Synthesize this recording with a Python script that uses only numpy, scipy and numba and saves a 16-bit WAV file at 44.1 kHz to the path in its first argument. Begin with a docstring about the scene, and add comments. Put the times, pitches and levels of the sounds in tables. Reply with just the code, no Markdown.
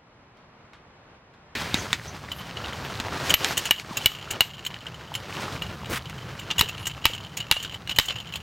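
"""Inside a quiet parked van, then at the corner of a tent at night, where a steel peg is set in straw.
Sleeves, canvas and straw rustle by friction over a low rumble, and a strap is dragged taut.
Held in a gloved hand, the peg clinks against its loose metal ring. Eight close hammer blows
excite its modes and thud into the soil; each overloads a gain control, which ducks briefly."""
import sys
import numpy as np
from scipy import signal
from scipy.fft import rfft, irfft
from scipy.io import wavfile
from scipy.ndimage import uniform_filter1d
from numba import njit

SR = 44100
rng = np.random.default_rng(int(sys.argv[2]) if len(sys.argv) > 2 else 0)


def transcribe(signal):
    """Save signal, clipped to [-1, 1], as a 16-bit WAV file at the path in sys.argv[1]."""
    frames = np.atleast_2d(signal).T
    limited = np.clip(frames, -1, 1)
    pcm = np.round(limited * 32767).astype(np.int16)
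    wavfile.write(sys.argv[1], SR, pcm)


N = 371718
TIME = np.arange(N) / SR
AGE = np.arange(SR // 2) / SR  # time since a contact

# hammer blows: t/s, level/dB, peg f/Hz, then relative level/dB of bending, lengthwise ring, thud, rebound
BLOWS = [(3.3403, 9.5, 3010, -8, -6.5, -26, -39), (3.7090, 11, 2906, -5, -11, -25, -26.5),
         (4.0590, 11, 2950, -1.5, -9.5, -25, -22.5), (4.4070, 9, 2885, -0.5, -10, -41, -20.5),
         (6.6106, 0.5, 2850, -5.5, -10, -12, -18.5), (7.0544, 8.5, 2975, -6, -15.5, -11.5, -17.5),
         (7.513, 17, 2870, -4, -15, -10, -15), (7.9865, 14, 3050, -2.5, -10, -8.5, -10)]
# ring striking peg: t/s, level/dB, brightness/dB, lead of a first graze/s (0 for none)
CLINKS = [(2.317, -20, -9, 0), (2.5716, -24.5, -35, 0.0025), (2.644, -30, -33, 0.0042),
          (3.304, -8.5, -5.5, .008), (3.5771, -9, 3, 0.006), (3.655, -15.5, -1, 0), (3.9705, -14.5, 1, 0),
          (4.044, -27, -20, 0), (4.31, -16.5, 5, 0.0036), (4.6644, -17.5, -8, 0.014),
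          (4.8677, -26, -21, 0.0013), (5.1515, -17.5, -5.5, 0.011), (5.6204, -20.5, -15, 0),
          (5.858, -29, -15, 0), (6.0568, -30, -38, 0), (6.3949, -27.5, -8, 0.0037),
          (6.511, -12.5, -32, .007), (6.5926, -7, -3, .0105), (6.6876, -23, -4, 0), (6.78, -27, -29, 0),
          (6.869, -15, 2, .0125), (7.043, -23, -25, 0.0013), (7.1492, -25, -13, 0.0084),
          (7.372, -18.5, 5, 0.0022), (7.4033, -21.5, -15, 0.0011), (7.5657, -9, -28, 0.005),
          (7.6272, -24.5, 0, 0), (7.6487, -20.5, -27, 0.011), (7.7435, -26, -15, 0.0072),
          (7.8945, -17.5, -18, 0.02), (7.9121, -20, -14, 0.0037), (7.9616, -22, -3, 0),
          (8.057, -24.5, 8, 0.0015), (8.106, -17, -33, 0.0079), (8.158, -27.5, -35, 0.0013),
          (8.3378, -24, -13, .013), (8.358, -19.5, -7, 0.0016)]
# spectra of a dry snap, a steel impact and steel scraping on steel: f/Hz, level/dB
SNAP_COLOUR = [(100, -5), (500, -7), (2000, 9.5), (4200, 2), (7500, -4), (10000, -17), (16000, -24)]
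CRACK_COLOUR = [(100, 5.5), (400, -16), (900, 1.5), (1900, 4.5), (3700, 6), (5000, -1.5), (7500, -5),
                (10000, -25), (16000, -63)]
SCRAPE_COLOUR = [(3000, -11), (7000, 12.5), (10000, 1.5), (15000, 3)]


def undb(db):
    """Amplitude ratio for a level in decibels."""
    return 10 ** (np.asarray(db) / 20)


def curve(rows):
    """Linear interpolation in time of rows of t/s, value."""
    return np.interp(TIME, *np.transpose(rows))


def colour(x, points):
    """Spectral shaping by rows of f/Hz, level/dB, normalised to rms 1."""
    hz, db = np.transpose(points)
    f = np.maximum(np.fft.rfftfreq(len(x), 1 / SR), 1)
    y = irfft(rfft(x) * undb(np.interp(np.log(f), np.log(hz), db)), len(x))
    return y / y.std()


def walk(rate):
    """Slow random modulation: values held for 1 / rate s and smoothed twice."""
    hold = int(SR / rate)
    steps = np.repeat(rng.standard_normal(N // hold + 1), hold)
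    y = uniform_filter1d(uniform_filter1d(steps, hold), hold)[:N]
    return y / y.std()


def grains(rate, spread_db):
    """A Poisson process: rate impulses a second, a few much larger than the rest."""
    impulses = (rng.random(N) < rate / SR) * rng.choice([-1, 1], N)
    return impulses * undb(spread_db * np.minimum(rng.exponential(size=N), 2 * np.pi))


def fade(t60):
    """Exponential decay, by 60 dB in t60 seconds."""
    return np.exp(-np.log(1000) * AGE / t60)


def mode(hz, t60):
    """Impulse response of a damped oscillator."""
    return np.sin(2 * np.pi * hz * AGE) * fade(t60)


def burst(points, t60):
    """A broadband transient: coloured noise in exponential decay."""
    return colour(rng.standard_normal(len(AGE)), points) * fade(t60)


def cluster(hz, width_hz):
    """Modal overlap: many close modes merge into a band of noise, rms 1."""
    f = np.fft.rfftfreq(len(AGE), 1 / SR)
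    y = irfft(rfft(rng.standard_normal(len(AGE))) / (1 + ((f - hz) / width_hz * 2) ** 2), len(AGE))
    return y / y.std()


def add(track, s, sound):
    """Superpose a sound on the track at time s."""
    i = int(s * SR)
    track[i:i + len(sound)] += sound[:max(N - i, 0)]


def van():
    """A diffuse field: dull hush from all round, partly different at each ear, with small creaks."""
    # spectra of the hush common to both sides, of its opposed part and of a creak: f/Hz, level/dB
    mid_colour = [(15, -44), (25, -8.5), (133, -4), (264, -9.5), (1070, -11.5), (2500, -21), (2940, -24),
                  (4250, -32), (5540, -40), (6000, -41), (8690, -54), (14000, -59)]
    side_colour = [(24, -72), (40, -42), (86, -18), (198, -11), (270, -11), (425, -6), (1370, 0),
                   (5460, -12), (12000, -31), (15600, -60), (22000, -120)]
    creak_colour = [(200, -15), (1300, 10), (3500, 3), (7500, -15), (10000, -22), (16000, -45)]
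    # envelope of the hush, and single creaks: t/s, level/dB
    hush_levels = [(0.0, -56.5), (0.388, -53.5), (1.164, -53), (1.19, -55), (1.5, -52.5)]
    creak_events = [(.372, -48), (0.734, -38), (1.338, -47)]
    mid = colour(rng.standard_normal(N), mid_colour)
    side = colour(rng.standard_normal(N), side_colour) * undb(-8)
    creaks = np.zeros(N)
    for s, db in creak_events:
        add(creaks, s, undb(db) * (.5 * burst(creak_colour, .015) + .27 * burst(creak_colour, .21)))
    return np.array([mid + side, mid - side]) * undb(curve(hush_levels) + .5 * walk(10.9)) + creaks


def rumble():
    """Low-frequency noise around the camp, slowly modulated in amplitude."""
    # spectrum: f/Hz, level/dB
    spectrum = [(20, -35), (45, -9), (80, -0.5), (120, 2.5), (180, -2.5), (260, -19), (500, -40.5),
                (1500, -44)]
    # envelope: t/s, level/dB
    levels = [(1.56, -44), (1.73, -41.5), (2.09, -46.5), (3.11, -40), (3.49, -47), (3.74, -48), (5.06, -48),
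              (5.69, -40.5), (7.68, -46.5), (8.43, -45)]
    return colour(rng.standard_normal(N), spectrum) * undb(curve(levels) + 1.5)


def strap_drag():
    """Sliding friction: dense tiny slips as the strap is dragged taut through straw."""
    # friction spectrum: f/Hz, level/dB
    spectrum = [(30, -33), (200, 7.5), (900, -6), (1800, 6), (4000, -1), (6500, -12), (10000, -20),
                (16000, -21)]
    # envelope: t/s, level/dB
    levels = [(1.55, -27.5), (1.62, -37.5), (1.70, -38.5), (1.76, -35), (1.9, -70)]
    slips = colour(grains(rate=9800, spread_db=.5), spectrum)
    return slips * undb(curve(levels)) * (TIME < levels[-1][0])


def handling(still_cloth_db=-53.5, still_straw_db=-70.5):
    """Incoherent sources add in power: arm movements set the amplitudes of cloth and straw rustle."""
    # arm movements: fastest t/s, cloth level/dB, rise/s, fall/s, straw re cloth/dB
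    moves = [(1.61, -39.5, 0.059, 0.15, -4), (1.79, -40.5, 0.036, 0.17, 0), (2.03, -58.5, 0.069, 0.34, 5),
             (2.719, -46, 0.5, 0.57, -9), (3.289, -35.5, 0.44, 0.037, -11.5),
             (3.465, -36.5, 0.17, 0.17, -1.5), (3.98, -44, 0.075, 0.16, -3), (4.36, -43, 0.083, 0.043, -27),
             (4.9, -50.5, 0.063, 0.59, -34), (5.42, -38.5, 0.14, 0.22, -8), (6.4, -47.5, 0.97, 0.79, -17)]
    cloth_power, straw_power = undb(still_cloth_db) ** 2, undb(still_straw_db) ** 2
    for s, db, rise_s, fall_s, straw_db in moves:
        swell = np.exp(-np.abs(TIME - s) / np.where(TIME < s, rise_s, fall_s))
        power = (undb(db) * swell) ** 2
        cloth_power += power
        straw_power += power * undb(straw_db) ** 2
    return np.sqrt(cloth_power), np.sqrt(straw_power)


def rustle(cloth_gain, straw_gain):
    """Shot noise: cloth rubs in dense uneven grains, straw crackles above it and single stalks break."""
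    # spectra of cloth and straw: f/Hz, level/dB
    cloth_colour = [(25, -50), (70, 2.5), (200, 0.5), (400, 0.5), (700, -0.5), (1300, -0.5), (2200, -6.5),
                    (4000, -11), (6000, -16.5), (10000, -32.5)]
    straw_colour = [(300, -56), (1500, 2.5), (4000, 3.5), (5500, 1), (8000, -5.5), (10500, -11),
                    (16000, -15)]
    cloth = colour(grains(rate=5000, spread_db=2.5), cloth_colour) * undb(5.5 + 2 * walk(45))
    straw = colour(grains(rate=3500, spread_db=2), straw_colour) * undb(3.5 + 3.05 * walk(35))
    stalks = signal.oaconvolve(grains(rate=35, spread_db=2.5), burst(SNAP_COLOUR, .012))[:N]
    return cloth_gain * cloth + straw_gain * (straw + undb(-8.5) * stalks / stalks.std())


def crinkles(cloth_gain, count=600):
    """Buckling: folds of stiff cloth flick over, each ringing a few cycles at its own frequency."""
    out = np.zeros(N)
    for when, pitch, size in rng.random((count, 3)):
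        hz = 900 * 5 ** pitch
        cycles = hz * AGE[:SR // 40]
        flick = np.sin(2 * np.pi * cycles) * np.exp(-cycles / 2)
        add(out, when * N / SR, undb(17.6 * size ** 3) * flick)
    return out * cloth_gain * undb(7.5)


def snaps():
    """Heavily damped transients: the strap buckle clicks and stalks break."""
    # snaps: t/s, level/dB, body f/Hz, relative level/dB of body and of low knock
    events = [(1.743, -8, 3780, 5, -3), (1.93, -8, 3590, 4.5, -16), (3.0005, -15, 4100, -3, -4),
              (3.446, -7, 2280, -25, -37), (3.798, -22.5, 2280, -3, -19), (4.743, -29.5, 3020, 7.5, -31),
              (6.098, -26, 2000, -3, -23)]
    out = np.zeros(N)
    for s, db, body_hz, body_db, knock_db in events:
        click = 1.15 * burst(SNAP_COLOUR, .0051) + undb(-15) * burst(SNAP_COLOUR, .093)
        body = undb(body_db) * mode(body_hz, .0079)
        knock = undb(knock_db) * mode(240, .019)
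        add(out, s, undb(db) * (click + body + knock))
    return out


def squeaks():
    """Narrow-band friction noise swells and fades as webbing and glove slide on the peg."""
    # slides: centre t/s, duration/s, f/Hz, bandwidth/Hz, level/dB
    slides = [(1.79, 0.036, 6360, 900, -38.5), (2.089, 0.022, 5970, 700, -42.5),
              (2.383, 0.046, 12000, 2450, -51), (2.848, .03, 12100, 300, -55),
              (3.49, 0.059, 12030, 400, -44.5), (6.82, 0.052, 10820, 2490, -54)]
    out = np.zeros(N)
    for s, length_s, hz, width_hz, db in slides:
        swell = np.exp(-((AGE - AGE.mean()) / (length_s / 2)) ** 2 / 2)
        add(out, s - AGE.mean(), undb(db) * cluster(hz, width_hz) * swell)
    return out


def peg(pitch_hz, bright_db, thin_db, scatter_db, grip_t60, free_db):
    """Modal superposition: glove and soil damp one part of the peg's vibration, a free part rings on."""
    # modes of the peg with its ring: f/Hz, level/dB, t60/s
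    modes = [(2950, 0, .05), (2865, -6, .1), (3050, -4, .06), (3225, -10, .05), (3600, -14, .04),
             (3880, -13, .045), (4160, -16, .04), (5280, -19, .03), (6780, -9, .06), (6980, -14, .04),
             (7500, -16, .04), (8900, -20, .02), (10680, -21, .17), (11780, -21, .04), (13200, -24, .025),
             (14170, -19, .07), (14930, -21, .05)]
    hz, db, t60 = np.transpose(modes)
    detune, scatter = rng.uniform(-1.09, 1, (len(modes), 2)).T
    bending = hz < 4500
    thin = t60 == t60.max()  # the longest-lived overtone
    # the grip detunes the low modes from touch to touch; the overtones hardly move
    hz = hz * np.where(bending, pitch_hz / hz[0] * (1 + .02 * detune), 1 + .002 * detune)
    db = db + scatter_db * scatter + bright_db * ~bending + thin_db * thin
    tone = undb(db) @ np.array([mode(f, decay) for f, decay in zip(hz, t60)])
    tone[len(AGE) // 2:] = 0
    return tone * (fade(grip_t60) + undb(free_db))


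def jingle(in_hand_s=2.3, held_db=-52.5, shaken_db=-45.5, stirred_db=-28):
    """Random excitation: the loose ring trembles on the held peg, roused by each blow and clink."""
    # the glove stills the ring: start t/s, end t/s (acts only where start < end)
    steadied = [(3.83, 3.95), (4.93, 4.8), (7.768, 7.87), (8.219, 7.9)]
    tremble = np.zeros(N)
    for pitch_hz in np.linspace(2840, 3100, 4):
        tone = peg(pitch_hz, bright_db=-5.5, thin_db=-17, scatter_db=-1.5, grip_t60=.14, free_db=5)
        tick = undb(5) * burst(CRACK_COLOUR, .026)
        tremble += signal.oaconvolve(grains(rate=22, spread_db=3), tone + tick)[:N]
    unrest = undb(held_db) * (TIME > in_hand_s)
    for s, *_ in BLOWS:
        add(unrest, s, undb(shaken_db) * np.exp(-TIME[:SR] / .2))
    for s, db, *_ in CLINKS:
        add(unrest, s, undb(db + stirred_db) * np.exp(-AGE / .075))
    free = 1. - sum((TIME > start) & (TIME < end) for start, end in steadied)
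    return tremble / tremble.std() * unrest * uniform_filter1d(free, size=SR // 30)


def chatter(sound, span_s, count):
    """Contact bounce: a loose part touches again in quick, weaker repeats."""
    out = sound.copy()
    for late, size in rng.random((count, 2)):
        lag = 1 + int(late * span_s * SR)
        out[lag:] += (.5 + .5 * size) * sound[:-lag]
    return out


def touch(db, bright_db):
    """The point of contact sets the mix of modes, so each touch of ring on peg has its own timbre."""
    pitch_hz = 2950 * (1 + .015 * rng.standard_normal())
    free_db = np.interp(db, [-22, -12], [1, -14])  # a hard touch presses the parts and chokes them
    tone = peg(pitch_hz, .72 * bright_db + 6, thin_db=-9, scatter_db=8, grip_t60=.084, free_db=free_db)
    crack = undb(-13.5 + .2 * db) * burst(CRACK_COLOUR, .057)
    scrape = undb(.65 * bright_db - 16.5) * burst(SCRAPE_COLOUR, .048)
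    clink = chatter(tone / np.abs(tone).max() + crack + scrape, span_s=.0037, count=2)
    return undb(db + 2) * clink / np.abs(clink).max()


def clinks(graze_db=-5.5, fall_back_db=-15.5, fall_back_s=.012):
    """Inelastic collisions: the ring may graze the peg, then strikes it and falls back more softly."""
    out = np.zeros(N)
    for s, db, bright_db, lead_s in CLINKS:
        if lead_s > 0:
            add(out, s - lead_s, touch(db + graze_db, bright_db))
        add(out, s, touch(db, bright_db))
        add(out, s + fall_back_s * (.5 + rng.random()), touch(db + fall_back_db, bright_db))
    return out


def hammer(rebound_s=.011):
    """Steel impact excites the peg's bending and lengthwise modes, thuds into soil and rebounds once."""
    # hollow modes of hammer handle and hard ground: f/Hz, level/dB, t60/s
    knock_modes = [(335, -12, 0.027), (898, 1.5, 0.015), (1456, -3.5, 0.011), (1940, 8.5, 0.0083),
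                   (2325, 2.5, 0.012), (3910, 13.5, 0.006)]
    out = np.zeros(N)
    for s, db, pitch_hz, bending_db, along_db, thud_db, rebound_db in BLOWS:
        # the soil stiffens the peg as it sinks, which raises the lengthwise ring
        along_hz = np.interp(s, [3.34, 3.71, 4.06], [12900, 12980, 13300])
        along = undb(along_db) * cluster(along_hz, 650) * (fade(.022) + undb(-34) * fade(.19))
        # a thin overtone sings out as the peg comes home
        thin = undb(np.interp(s, [7.05, 7.51, 7.99], [-60, -36, -46])) * mode(10680, .14)
        shaft = peg(pitch_hz, bright_db=-8, thin_db=-32, scatter_db=2, grip_t60=.025, free_db=-26)
        ping = undb(bending_db) * (mode(pitch_hz, .036) + undb(-8) * shaft)
        crack = undb(-1.5) * burst(CRACK_COLOUR, .016)
        thud = undb(thud_db + 6) * mode(78, .015)
        knock = undb(.6 * thud_db - 2) * sum(undb(mode_db) * mode(hz * rng.uniform(.97, 1.03), t60)
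                                             for hz, mode_db, t60 in knock_modes)
        ring_tone = undb(-19) * cluster(pitch_hz, 340) * fade(.14)
        jangle = undb(.52 * rebound_db) * (ring_tone + undb(-23.5) * burst(CRACK_COLOUR, .18))
        grit = undb(.6 * rebound_db - 25) * burst(SCRAPE_COLOUR, .15)  # the shaft scrapes past the ring
        rebound = .6 * mode(pitch_hz, .031) + 1.27 * burst(CRACK_COLOUR, .013) + .43 * knock
        add(out, s, undb(db) * (ping + thin + crack + along + thud + knock + jangle + grit))
        add(out, s + rebound_s, undb(db + rebound_db) * rebound)
    return out


def bumps():
    """Damped knocks of glove, canvas and soil, whose frequency falls as tension relaxes."""
    # knocks: t/s, level/dB, first f/Hz, last f/Hz, t60/s
    events = [(3.910, -27, 250, 130, .035), (3.911, -32, 1200, 280, .16), (6.629, -27, 450, 400, .06),
              (7.099, -28, 600, 400, .03), (7.566, -11, 920, 230, .009)]
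    out = np.zeros(N)
    for s, db, first_hz, last_hz, t60 in events:
        hz = last_hz + (first_hz - last_hz) * np.sqrt(fade(t60))
        add(out, s, undb(db) * np.sin(2 * np.pi * np.cumsum(hz) / SR) * fade(t60))
    return out


def sleeve_swish():
    """Friction noise brightens with sliding speed as a sleeve sweeps over the canvas."""
    # spectra of slow and fast sliding: f/Hz, level/dB
    slow_colour = [(100, -7), (300, 0), (700, -9.5), (2000, -20), (8000, -27.5)]
    fast_colour = [(100, -16), (600, -10), (1400, 1), (3000, -5), (6000, -13), (10000, -16.5), (16000, -21)]
    # envelope: t/s, level/dB
    levels = [(5.87, -89), (5.90, -29.5), (5.93, -27.5), (5.975, -28.5), (5.99, -44)]
    speed = np.interp(TIME, [5.90, 5.96], [0, 1])
    weave = grains(rate=9800, spread_db=3)
    sweep = (1 - speed) * colour(weave, slow_colour) + speed * colour(weave, fast_colour)
    return sweep * undb(curve(levels)) * (TIME > levels[0][0]) * (TIME < levels[-1][0])


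def scene(outside_s=1.552):
    """The van, then the tent, where scattering by canvas and ground gives impacts a short faint tail."""
    impacts = hammer() + clinks() + snaps() + bumps()
    scatter = burst(CRACK_COLOUR, .097) * (1 - fade(.011))
    tail = undb(-25) * signal.fftconvolve(impacts, scatter / np.linalg.norm(scatter))[:N]
    cloth_gain, straw_gain = handling()
    tent = impacts + tail + jingle() + rustle(cloth_gain, straw_gain) + crinkles(cloth_gain)
    tent += strap_drag() + sleeve_swish() + squeaks() + rumble()
    return np.where(TIME < outside_s, van(), tent)


@njit
def follow(x, attack, release):
    """Envelope detection: first-order smoothing that rises and falls at different rates."""
    out, envelope = np.empty(len(x)), 0.
    for i in range(len(x)):
        envelope += (x[i] - envelope) * (attack if x[i] > envelope else release)
        out[i] = envelope
    return out


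def record(dry, threshold=.27, attack_s=.0041, release_s=.04, ceiling=.49, low_hz=32, top_hz=15900):
    """Compression lags each blow, so the first cycles saturate; filters then limit the bandwidth."""
    envelope = follow(np.abs(dry[0]), 1 / (attack_s * SR), 1 / (release_s * SR))
    ducked = dry / np.maximum(envelope / threshold, 1)
    clipped = ducked / (1 + (ducked / ceiling) ** 6) ** (1 / 6)
    thinned = signal.sosfilt(signal.butter(2, low_hz, "high", fs=SR, output="sos"), clipped)
    return signal.sosfiltfilt(signal.ellip(8, .05, 50, top_hz, fs=SR, output="sos"), thinned)


dry = scene()
out = record(dry)
transcribe(out)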